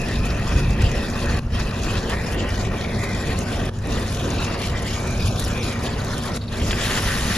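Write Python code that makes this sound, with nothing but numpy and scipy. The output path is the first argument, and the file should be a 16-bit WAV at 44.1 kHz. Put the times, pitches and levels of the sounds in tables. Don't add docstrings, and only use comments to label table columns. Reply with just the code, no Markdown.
import sys
import numpy as np
from scipy import signal
from scipy.fft import rfft, irfft, next_fast_len
from scipy.io import wavfile
from scipy.ndimage import uniform_filter1d, map_coordinates

SR = 44100
rng = np.random.default_rng(int(sys.argv[2]) if len(sys.argv) > 2 else 0)


def dump_mix(stems):
    frames = np.atleast_2d(stems).T
    limited = np.clip(frames, -1, 1)
    pcm = np.round(limited * 32767).astype(np.int16)
    wavfile.write(sys.argv[1], SR, pcm)


N = 325017
TIME = np.arange(N) / SR

# frequency_hz, level_db
SAUCE_TONE = [(40, -26), (100, -16), (190, 6), (300, -4.5), (400, -1.5), (600, -4.5), (850, -10.5),
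              (1200, -20.5), (2000, -42), (5000, -74)]
FROTH_TONE = [(80, -34), (400, -2), (750, -1.5), (1080, 3), (1400, 0), (1800, -1.6), (2400, -5.5),
              (3200, -12), (4500, -15), (8000, -48)]
SIZZLE_TONE = [(1200, -13), (2200, -11.5), (3000, 4), (3700, 1), (4400, -3), (5200, 0), (6300, -3.5),
               (7500, -0.5), (9000, -28), (13000, -27)]
SPRAY_TONE = [(3000, -27), (6000, -11), (7700, -5), (8600, 2.5), (10000, 1.5), (11500, -2), (12700, -10.5),
              (13900, -16), (15500, -37)]
FAN_TONE = [(25, -27), (60, 9.5), (150, 4), (350, -3), (600, -6.5), (850, -14.5), (1150, -13.5),
            (2000, -30), (5000, -29), (10000, -39), (15000, -67)]
AIR_TONE = [(5, -38), (14, -5.5), (45, 1.5), (85, 0), (130, -3.5), (200, -12), (320, -24), (700, -88),
            (2000, -91)]
HISS_TONE = [(400, -22), (750, -2), (1250, 1), (1850, 1.5), (2250, -3.5), (3200, -.3), (4400, -4),
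             (5100, -3), (6300, -5.5), (7600, -2.5), (9000, -39), (13000, -23)]
# pitch_hz, width_hz, lift_db
COLOUR_PEAKS = [(380, 40, 4), (463, 20, 3), (565, 18, 3), (687.5, 30, 3.5), (1850, 260, 3.8),
                (2440, 340, 1.8)]
# start_s, length_s, relative_db
FROTH_BURSTS = [(0.004, 0.039, -42), (0.486, 0.045, -28), (0.56, 0.044, -29.5), (0.79, 0.05, -32),
                (.93, .16, -33.5), (1.25, 0.15, -32.5), (1.57, 0.052, -29), (1.68, 0.075, -35.5),
                (1.86, 0.13, -29.5), (2.09, 0.059, -28), (2.28, 0.18, -33.5), (2.827, 0.03, -32),
                (3.02, 0.031, -27.5), (3.18, 0.059, -34), (3.52, 0.089, -33.5), (3.94, 0.15, -37),
                (4.392, 0.051, -27), (4.458, 0.11, -29.5), (4.73, 0.041, -31), (5.03, 0.088, -38),
                (5.68, 0.082, -33), (5.844, 0.068, -27.5), (6.243, 0.085, -30)]
# start_s, length_s, sizzle_relative_db, spray_relative_db
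JUICE_SPURTS = [(0, 0.027, -37, -49), (0.552, 0.063, -33.5, -51.5), (0.8, 0.094, -34.5, -65),
                (1.12, 0.12, -39, -53), (1.586, 0.05, -32.5, -65), (1.816, 0.13, -35, -51),
                (1.95, 0.053, -38, -73), (2.087, 0.038, -32.5, -45), (2.31, 0.04, -34.5, -44),
                (2.382, 0.064, -32.5, -63), (2.596, 0.025, -34, -65), (2.8, .06, -36, -57),
                (3.02, 0.032, -33.5, -44), (3.373, 0.028, -39, -49), (3.942, 0.061, -37.5, -47.5),
                (4.033, 0.14, -40, -50), (4.368, 0.11, -36.5, -55.5), (4.516, 0.041, -33, -57),
                (4.582, 0.11, -35.5, -47), (4.76, 0.034, -33.5, -74), (4.87, 0.097, -33, -49),
                (5.03, 0.19, -42, -59), (5.246, 0.058, -35, -46), (5.36, 0.078, -42, -49),
                (5.623, 0.12, -35, -48), (5.834, 0.046, -33, -45), (6.216, 0.063, -37.5, -47),
                (6.344, 0.031, -37, -49), (6.558, 0.023, -45, -43), (6.636, 0.091, -31, -46)]
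# time_s, pitch_hz, lift_db
HAND_RINGS = [
    [(0, 2580, 16), (.08, 2600, -1.5)],
    [(.45, 2760, 2), (.6, 2600, 1), (.7, 2370, 3), (.82, 2200, 5), (1, 1900, 3), (1.15, 1700, 1)],
    [(2.25, 2700, 6), (2.39, 2740, 13.5), (2.5, 2760, 9)],
    [(2.7, 2350, 1), (2.86, 2240, 11), (2.97, 2120, 3), (3.12, 2030, 9), (3.2, 1910, 6), (3.35, 1850, 2)],
    [(4.3, 2520, 8), (4.52, 2800, 9.5), (4.68, 2720, 0)],
    [(4.68, 2000, -2), (4.77, 2000, 6.5), (4.95, 2250, 4), (5.06, 2400, 11), (5.2, 2480, 11),
     (5.35, 2580, 4.5), (5.55, 2520, 8), (5.8, 2310, 7)],
]
# time_s, pitch_hz, cut_db
HAND_NOTCHES = [
    [(.05, 3400, 3), (.2, 3500, 5), (.45, 3460, 2)],
    [(1.95, 2300, 3.5), (2.2, 2660, 14), (2.55, 2520, 10), (2.8, 2550, 5), (3.1, 2550, 2)],
    [(2.12, 2720, 3.5), (2.22, 3200, 13), (2.4, 3320, 3), (2.62, 3330, 1), (3, 2920, 9), (3.25, 2580, 10)],
    [(4.15, 1940, -3), (4.27, 1970, 4), (4.5, 2180, 1), (4.75, 2270, -3)],
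    [(4.88, 1630, 0.5), (4.98, 1810, 3), (5.18, 2030, 5), (5.33, 1900, 32), (5.42, 1980, 5), (5.6, 1870, 3),
     (5.9, 1480, 8)],
    [(4.9, 3330, 0), (4.98, 3330, 7), (5.3, 3400, 1)],
]
# time_s, gain_db
HAND_SHADE = [(2.1, -2), (2.55, -2), (2.95, -4), (3.15, -0.5)]
# pitch_hz, relative_db
HUM_TONES = [(100, -33), (136, -39), (225, -40), (238, -38), (272, -61), (715, -72), (953, -56.5)]
# time_s, level_db
AIR_BED = [(0, -26), (5.7, -27.5), (6.42, -31), (6.6, -27)]
# start_s, length_s, level_db
WAFTS = [(.16, 0.38, -25), (.54, 0.35, -20.5), (1.26, 0.11, -23.5), (1.51, 0.2, -24), (1.92, 0.13, -26.5),
         (2.45, 0.29, -28), (3.92, 0.32, -33), (5.18, 0.13, -23), (5.41, 0.16, -29), (7.12, 0.2, -31)]
# centre_s, peak_db, pitch_hz
STEAM_PUFFS = [(0.562, -5, 69), (.661, -27, 70), (0.712, -10.5, 54.7), (0.845, -5.5, 79),
               (6.624, -13, 75.6), (6.702, -15, 50.5), (7.066, -16, 44.7)]
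# start_s, level_db, pitch_hz
SPITS = [(.018, -21, 7300), (.085, -20, 8400), (.2578, -18, 8200), (.305, -17.5, 4800), (.707, -20, 7600),
         (.815, -18, 2290), (.82, -15, 7500), (.916, -20, 6400), (1.1007, -19, 7000), (1.2034, -22, 5900),
         (1.2587, -22, 6400), (1.598, -20, 6400), (1.711, -21, 4600), (1.8345, -18, 6200),
         (2.097, -17.5, 7300), (2.1095, -22, 4800), (2.492, -21, 7700), (2.505, -22, 5250),
         (2.557, -22, 5100), (2.812, -19, 4050), (2.848, -19, 2300), (3.017, -22, 7100), (3.15, -21, 7300),
         (3.389, -13, 8000), (3.6545, -21, 8500), (3.788, -25, 7400), (3.872, -23, 8500),
         (3.9977, -19, 8400), (4.08, -19, 6000), (4.148, -19, 6200), (4.304, -15, 6600),
         (4.3356, -21, 7750), (4.4045, -21, 6500), (4.446, -16, 6700), (4.823, -17, 9000),
         (5.074, -18, 8200), (5.107, -19, 9000), (5.26, -19, 7200), (5.361, -20, 5000),
         (5.396, -11.5, 8200), (5.4415, -15, 7500), (5.449, -16, 9700), (5.4816, -17, 8600),
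         (5.631, -15.5, 5170), (5.838, -19, 9500), (5.865, -15, 3280), (6.0465, -17, 8000),
         (6.181, -15.5, 7600), (6.2365, -17, 7600), (6.356, -19, 9000), (6.3624, -15.5, 7500),
         (6.717, -15, 7350)]
# start_s, length_s, level_db, pitch_hz
GULPS = [(0.51, 0.14, -32.5, 388), (0.92, 0.13, -33.5, 514), (1.206, 0.066, -33.5, 376),
         (1.832, 0.12, -34.5, 355), (1.992, .25, -37.5, 620), (2.352, 0.14, -29.5, 380),
         (2.727, 0.065, -33.5, 564), (3.281, 0.083, -34.5, 404), (3.518, 0.098, -40, 536),
         (3.871, .22, -32.5, 397), (4.228, .22, -31.5, 458), (4.45, .14, -37, 590), (5.44, 0.13, -37, 346),
         (5.609, .1, -34.5, 350), (5.837, 0.074, -35.5, 550)]
# start_s, recovery_s, depth_share
HEAT_PAUSES = [(1.395, 0.2, 0.89), (3.696, 0.22, 0.93), (6.377, 0.21, 0.91)]
# recovery_share, gain_db
BOIL_RECOVERY = [(0, -8), (.01, -32), (.2, -11.5), (.47, -15), (.71, -2.5), (1, -0.5)]
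# start_s, length_s, from_hz, to_hz, level_db
BIRD_SLURS = [(5.425, 0.055, 6700, 4300, -37.5), (5.582, 0.059, 6800, 4600, -38.5),
              (6.531, 0.023, 4620, 2700, -37), (6.561, .03, 2920, 5150, -36.5)]
# time_s, pitch_hz
CHIP_CONTOUR = [(0, 3000), (.0035, 4610), (.0063, 3600), (.009, 4720), (.012, 3600), (.0145, 4520),
                (.017, 3900)]
# start_s, length_s, level_db, pitch_hz
SPATULA_SCRAPES = [(6.7075, .006, -28.5, 3000), (6.713, .010, -35, 2700), (6.7285, .006, -23.5, 2350),
                   (6.737, .008, -34, 2500)]
# start_s, level_db, pitch_hz
SPATULA_KNOCKS = [(6.7085, -11, 2860), (6.7298, -21, 2320), (6.821, -22, 1840), (6.977, -14, 2700)]
# start_s, length_s, level_db
SPATULA_PUSHES = [(6.8, 0.08, -28.5), (6.9, 0.094, -27.5)]
# frequency_hz, likeness_share, left_lead_rad, left_over_right_db
STEREO_IMAGE = [(60, 1, 0, 0.5), (150, 0.91, 0, -0.2), (395, 0.94, 0, 0), (840, 0.69, 0.7, -0.5),
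                (1040, 0.74, 0.62, 0.5), (1880, 0.81, 0.35, 1), (3120, 0.74, 1.25, 1.7),
                (3930, 0.81, 0.5, 1.5), (4470, 0.31, 1.5, 6), (5800, 0.35, 0.5, 1.5), (6630, 0.41, -1, 4),
                (7860, 1, -3, -4.5), (8510, 1, -3, 0), (9390, 0.26, -4.5, 1.5), (11240, 1, -7.5, -1),
                (12900, 0.59, -3.5, 0)]

SWELL_S = 0.033
TOP_HZ = 13750


def amp(db):
    return 10 ** (np.asarray(db) / 20)


def unit(x):
    return x / np.sqrt(np.mean(x ** 2) + 1e-20)


def along(points, hz, column=1):
    table = np.transpose(points)
    return np.interp(np.log(hz + 1), np.log(table[0] + 1), table[column])


def wobble(rate):
    coarse = TIME[::32]
    curve = map_coordinates(rng.standard_normal(2048), [coarse * rate], mode="wrap")
    return np.interp(TIME, coarse, curve)


def swells(rows, column=2):
    t = TIME[::32]
    gain = np.zeros(len(t))
    for row in rows:
        inside_s = np.minimum(t - row[0], row[0] + row[1] - t)
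        gain += amp(row[column]) * np.clip(.5 + inside_s / SWELL_S, 0, 1)
    return np.interp(TIME, t, gain)


def filtered(x, response):
    size = next_fast_len(N + SR // 2)
    return irfft(rfft(x, size) * response(np.fft.rfftfreq(size, 1 / SR)), size)[..., :N]


def add(track, start_s, sound):
    part = track[max(round(start_s * SR), 0):][:len(sound)]
    part += sound[:len(part)]


def kitchen(x, wet_db, t60_s, length_s):
    t = np.arange(int(length_s * SR)) / SR
    tail = rng.standard_normal((2, len(t))) * amp(-60 * t / t60_s)
    return x + amp(wet_db) * signal.fftconvolve(x, tail / np.linalg.norm(tail[0]), axes=1)[:, :N]


def coloured(x, tone):
    def response(hz):
        lift_db = sum(db / (1 + (2 * (hz - centre) / width) ** 2) for centre, width, db in COLOUR_PEAKS)
        return amp(along(tone, hz) + lift_db)
    return unit(filtered(x, response))


def patchy(x, depth_db):
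    spectrum = signal.stft(x, nperseg=512)[2]
    colour = uniform_filter1d(rng.standard_normal(spectrum.shape[1:]), size=11, axis=0)
    colour = uniform_filter1d(colour, size=7, axis=1)
    return signal.istft(spectrum * amp(depth_db * unit(colour)), nperseg=512)[1][:, :N]


def crackle(rate, spread_db):
    fired = rng.random((2, N)) < rate / SR
    size = amp(spread_db * np.clip(rng.standard_normal((2, N)), -3, 3))
    return unit(fired * size * rng.choice([-1, 1], (2, N)))


def bubbles(count, centre_hz, spread, cycles, spread_db):
    t = np.arange(0, cycles / centre_hz, 1 / SR)
    envelope = np.linspace(1, 0, len(t)) ** 2 * (1 - np.exp(-2 * centre_hz * t))
    streams = []
    for _ in range(2):
        onsets = (rng.random((count, 1)) * N).astype(int)
        hz = centre_hz * np.exp(spread * rng.standard_normal((count, 1)))
        gain = amp(spread_db * np.minimum(rng.standard_normal((count, 1)), 1.5))
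        rings = gain * envelope * np.sin(2 * np.pi * hz * t * (1 + 0.033 * t / t[-1]))
        samples = onsets + np.arange(len(t))
        streams.append(unit(np.bincount(samples.ravel(), rings.ravel(), N)[:N]))
    return np.array(streams)


def ticks(rows, cycles, scatter_db, scatter_t60_s):
    out, t = np.zeros((2, N)), np.arange(SR // 16) / SR
    for start, db, hz in rows:
        ping = amp(db) * np.exp(-hz * t / cycles) * np.sin(2 * np.pi * hz * t)
        add(out[0], start, ping)
        for track in out:
            tail = rng.standard_normal(len(t)) * amp(-60 * t / scatter_t60_s)
            add(track, start, amp(scatter_db) * signal.fftconvolve(ping, tail / np.linalg.norm(tail)))
    return out


def sauce():
    blips = bubbles(count=1800, centre_hz=498.6, spread=0.384, cycles=21, spread_db=5)
    bed = coloured(patchy(crackle(rate=3000, spread_db=2.5), depth_db=1.5), SAUCE_TONE)
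    return amp(-31.5 + 0.9 * wobble(9.1)) * (bed + amp(-8.5) * blips)


def froth(surge, flutter):
    pings = bubbles(count=1700, centre_hz=1977, spread=.3, cycles=47, spread_db=2)
    bed = coloured(patchy(crackle(rate=4500, spread_db=1.5), depth_db=2.15), FROTH_TONE)
    gain = np.hypot(amp(-36.5 + 0.59 * surge), amp(-5.5) * swells(FROTH_BURSTS)) * amp(.5 * flutter)
    return gain * (bed + amp(-9) * pings)


def edge_sizzle(surge, flutter):
    edge_db = 2.3 * surge - 0.0357 * TIME
    fizz = bubbles(count=3200, centre_hz=4390, spread=0.267, cycles=47, spread_db=2)
    bed = coloured(patchy(crackle(rate=5500, spread_db=3.5), depth_db=3), SIZZLE_TONE)
    spray = coloured(patchy(crackle(rate=2900, spread_db=1), depth_db=1.6), SPRAY_TONE)
    sizzle_gain = np.hypot(amp(-40 + edge_db), amp(-2) * swells(JUICE_SPURTS))
    spray_gain = np.hypot(amp(-49.5 + edge_db), amp(2.5) * swells(JUICE_SPURTS, column=3))
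    sizzle = bed + amp(-5.5) * fizz
    return sizzle_gain * amp(1.52 * flutter) * sizzle + spray_gain * amp(2.1 * flutter) * spray


def bell(hz, centre, width):
    return np.exp(-((hz / centre - 1) / width) ** 2)


def hollows(x, count, typical_hz=2575, fade_s=0.058, depth_db=4.4):
    hz, times, spectrum = signal.stft(x, SR, nperseg=1024)
    lift_db = np.zeros(spectrum.shape[1:])
    moments = rng.random(count) * times[-1]
    glides = rng.standard_normal((count, 2))
    for when, (pitch, drift), sign in zip(moments, glides, rng.choice([-1, 1], count)):
        near = abs(times - when) < 2 * fade_s
        t = times[near] - when
        centre = typical_hz * np.exp(0.354 * pitch + 0.43 * drift * t)
        envelope = np.exp(-(t / fade_s) ** 2)
        lift_db[:, near] += sign * depth_db * envelope * bell(hz[:, None], centre, width=.065)
    return signal.istft(spectrum * amp(np.minimum(lift_db, depth_db)), nperseg=1024)[1][:, :N]


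def simmer():
    flutter = np.minimum(unit(.6 * wobble(40) + wobble(150)), 1.7)
    surge = np.minimum(wobble(14), 1)
    frying = froth(surge, flutter) + edge_sizzle(surge, flutter)
    return amp(boil_dip_db()) * (sauce() + gulps() + hollows(frying, count=380))


def under_hand(x, shade_hz=4600):
    hz, times, spectrum = signal.stft(x, SR, nperseg=1024)

    def glide(rows, width):
        at, centre, db = np.transpose(rows)
        band = bell(hz[:, None], np.interp(times, at, centre), width)
        return np.interp(times, at, db) * band * (times < at[-1])
    rings_db = sum(glide(rows, width=0.07) for rows in HAND_RINGS)
    notches_db = sum(glide(rows, width=0.1) for rows in HAND_NOTCHES)
    treble = 1 - np.exp(-(hz[:, None] / shade_hz) ** 4)
    shade_db = np.interp(times, *np.transpose(HAND_SHADE)) * treble
    return signal.istft(spectrum * amp(rings_db - notches_db + shade_db), nperseg=1024)[1][:, :N]


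def hob():
    out = amp(-36) * unit(filtered(rng.standard_normal((2, N)), lambda hz: amp(along(FAN_TONE, hz))))
    duck = amp(.15 * boil_dip_db())
    for hz, db in HUM_TONES:
        gain = duck * amp(db + 2.5 + 1.8 * wobble(6))
        out[0] += gain * np.sin(2 * np.pi * hz * TIME + 0.71 * wobble(7))
    return out


def draught():
    bed_db = np.interp(TIME, *np.transpose(AIR_BED)) + 1.3 * wobble(14)
    rumble = unit(filtered(rng.standard_normal(N), lambda hz: amp(along(AIR_TONE, hz))))
    air = amp(0.083 * boil_dip_db()) * np.hypot(amp(bed_db), swells(WAFTS)) * rumble
    for centre_s, db, hz in STEAM_PUFFS:
        turns = (TIME - centre_s) * hz
        air -= amp(db) * np.exp(-(turns / 0.64) ** 2) * np.cos(2 * np.pi * turns)
    return air


def spits(pip_count, pip_hz=6200, drop_delay_s=.004):
    drops = []
    for start, db, hz in SPITS:
        drop_db = db - 11 + 1.1 * max(db + 17.5, 0)
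        for delay, detune in zip(rng.exponential(drop_delay_s, size=4), rng.standard_normal(4)):
            drops.append((start + delay, drop_db, hz * np.exp(.25 * detune)))
    starts = rng.random(pip_count) * TIME[-1]
    size, detune = np.minimum(rng.standard_normal((pip_count, 2)), 2).T
    pip_rows = zip(starts, -31 + 2.5 * size, pip_hz * np.exp(.17 * detune))
    snaps = ticks(SPITS + drops, cycles=2.7, scatter_db=-6, scatter_t60_s=.02)
    pips = ticks(pip_rows, cycles=6, scatter_db=-7, scatter_t60_s=.015)
    return snaps + amp(boil_dip_db()) * pips


def gulps(count=36, spread=.33, cycles=1.5):
    out, t = np.zeros((2, N)), np.arange(SR // 4) / SR
    for start, length, db, hz in GULPS:
        for track in out:
            age = np.maximum(t - .7 * length * rng.random((count, 1)), 0)
            turns = age * hz * np.exp(spread * rng.standard_normal((count, 1)))
            envelope = np.exp(-turns / cycles) * (1 - np.exp(-turns))
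            cluster = (envelope * np.sin(2 * np.pi * turns)).sum(axis=0)
            add(track, start, amp(db) * cluster * np.sqrt(length * SR) / np.linalg.norm(cluster))
    return out


def boil_dip_db():
    return sum(depth * np.interp((TIME - start) / length, *np.transpose(BOIL_RECOVERY), left=0, right=0)
               for start, length, depth in HEAT_PAUSES)


def bird(trill_s=5.791, chip_gap_s=.0686, chip_count=11):
    song = np.zeros(N)
    trill = [(trill_s + k * chip_gap_s, -39.5 + 0.34 * k, CHIP_CONTOUR) for k in range(chip_count)]
    slurs = [(start, db, [(0, from_hz), (length, to_hz)])
             for start, length, from_hz, to_hz, db in BIRD_SLURS]
    for start, db, contour in trill + slurs:
        at, hz = np.transpose(contour)
        t = np.arange(0, at[-1], 1 / SR)
        pitch_hz = np.interp(t, at, hz) * rng.normal(1, 0.0101)
        phase = 2 * np.pi * np.cumsum(pitch_hz) / SR
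        add(song, start, amp(db) * signal.windows.tukey(len(t), .5) * np.sin(phase))
    song *= amp(1.6 * wobble(240))
    return kitchen(song[None], wet_db=-7.5, t60_s=0.53, length_s=1 / 3)


def spatula():
    scrapes, hz = np.zeros((2, N)), np.fft.rfftfreq(4096, 1 / SR)
    for start, length, db, pitch in SPATULA_SCRAPES:
        size = int(length * SR)
        slip = irfft(rfft(rng.standard_normal(4096)) * bell(hz, pitch, width=0.33))[:size]
        add(scrapes[0], start, amp(db) * unit(slip * signal.windows.tukey(size, .5)))
    return scrapes + ticks(SPATULA_KNOCKS, cycles=1.5, scatter_db=-1.5, scatter_t60_s=0.08)


def hot_metal_hiss(touch_s=6.755, spread_s=0.11):
    contact = np.clip((TIME - touch_s) / SWELL_S, 0, 1)
    bared = np.clip((TIME - touch_s) / spread_s, 0, 1)
    drag = wobble(55)
    squelch = bubbles(count=3000, centre_hz=2860, spread=0.327, cycles=17, spread_db=1)
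    bed = coloured(patchy(crackle(rate=6000, spread_db=2.5), depth_db=2.5), HISS_TONE)
    spray = coloured(crackle(rate=5000, spread_db=4), SPRAY_TONE)
    hiss_gain = np.hypot(contact * amp(-28.5), swells(SPATULA_PUSHES)) * amp(.5 * drag)
    return hiss_gain * (bed + amp(-7.5) * squelch) + bared * amp(-37 + drag) * spray


def stereo_image(pair):
    def response(hz):
        likeness, lead_rad, balance_db = (along(STEREO_IMAGE, hz, column) for column in (1, 2, 3))
        angle = np.arccos(np.clip(likeness, 0, 1)) / 2
        shared, diffuse = np.cos(angle), np.sin(angle)
        lean = np.exp(.5j * lead_rad) * amp(balance_db / 2)
        return np.array([[shared * lean, diffuse * lean], [shared / lean, -diffuse / lean]])
    return filtered(pair, response).sum(axis=1)


def scene():
    pan = under_hand(simmer()) + spits(pip_count=110) + spatula() + hot_metal_hiss()
    pan = kitchen(pan, wet_db=-12, t60_s=0.15, length_s=1 / 8)
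    return stereo_image(pan + hob()) + draught() + bird()


def record(dry):
    return filtered(dry, lambda hz: hz < TOP_HZ)


dry = scene()
out = record(dry)
dump_mix(out)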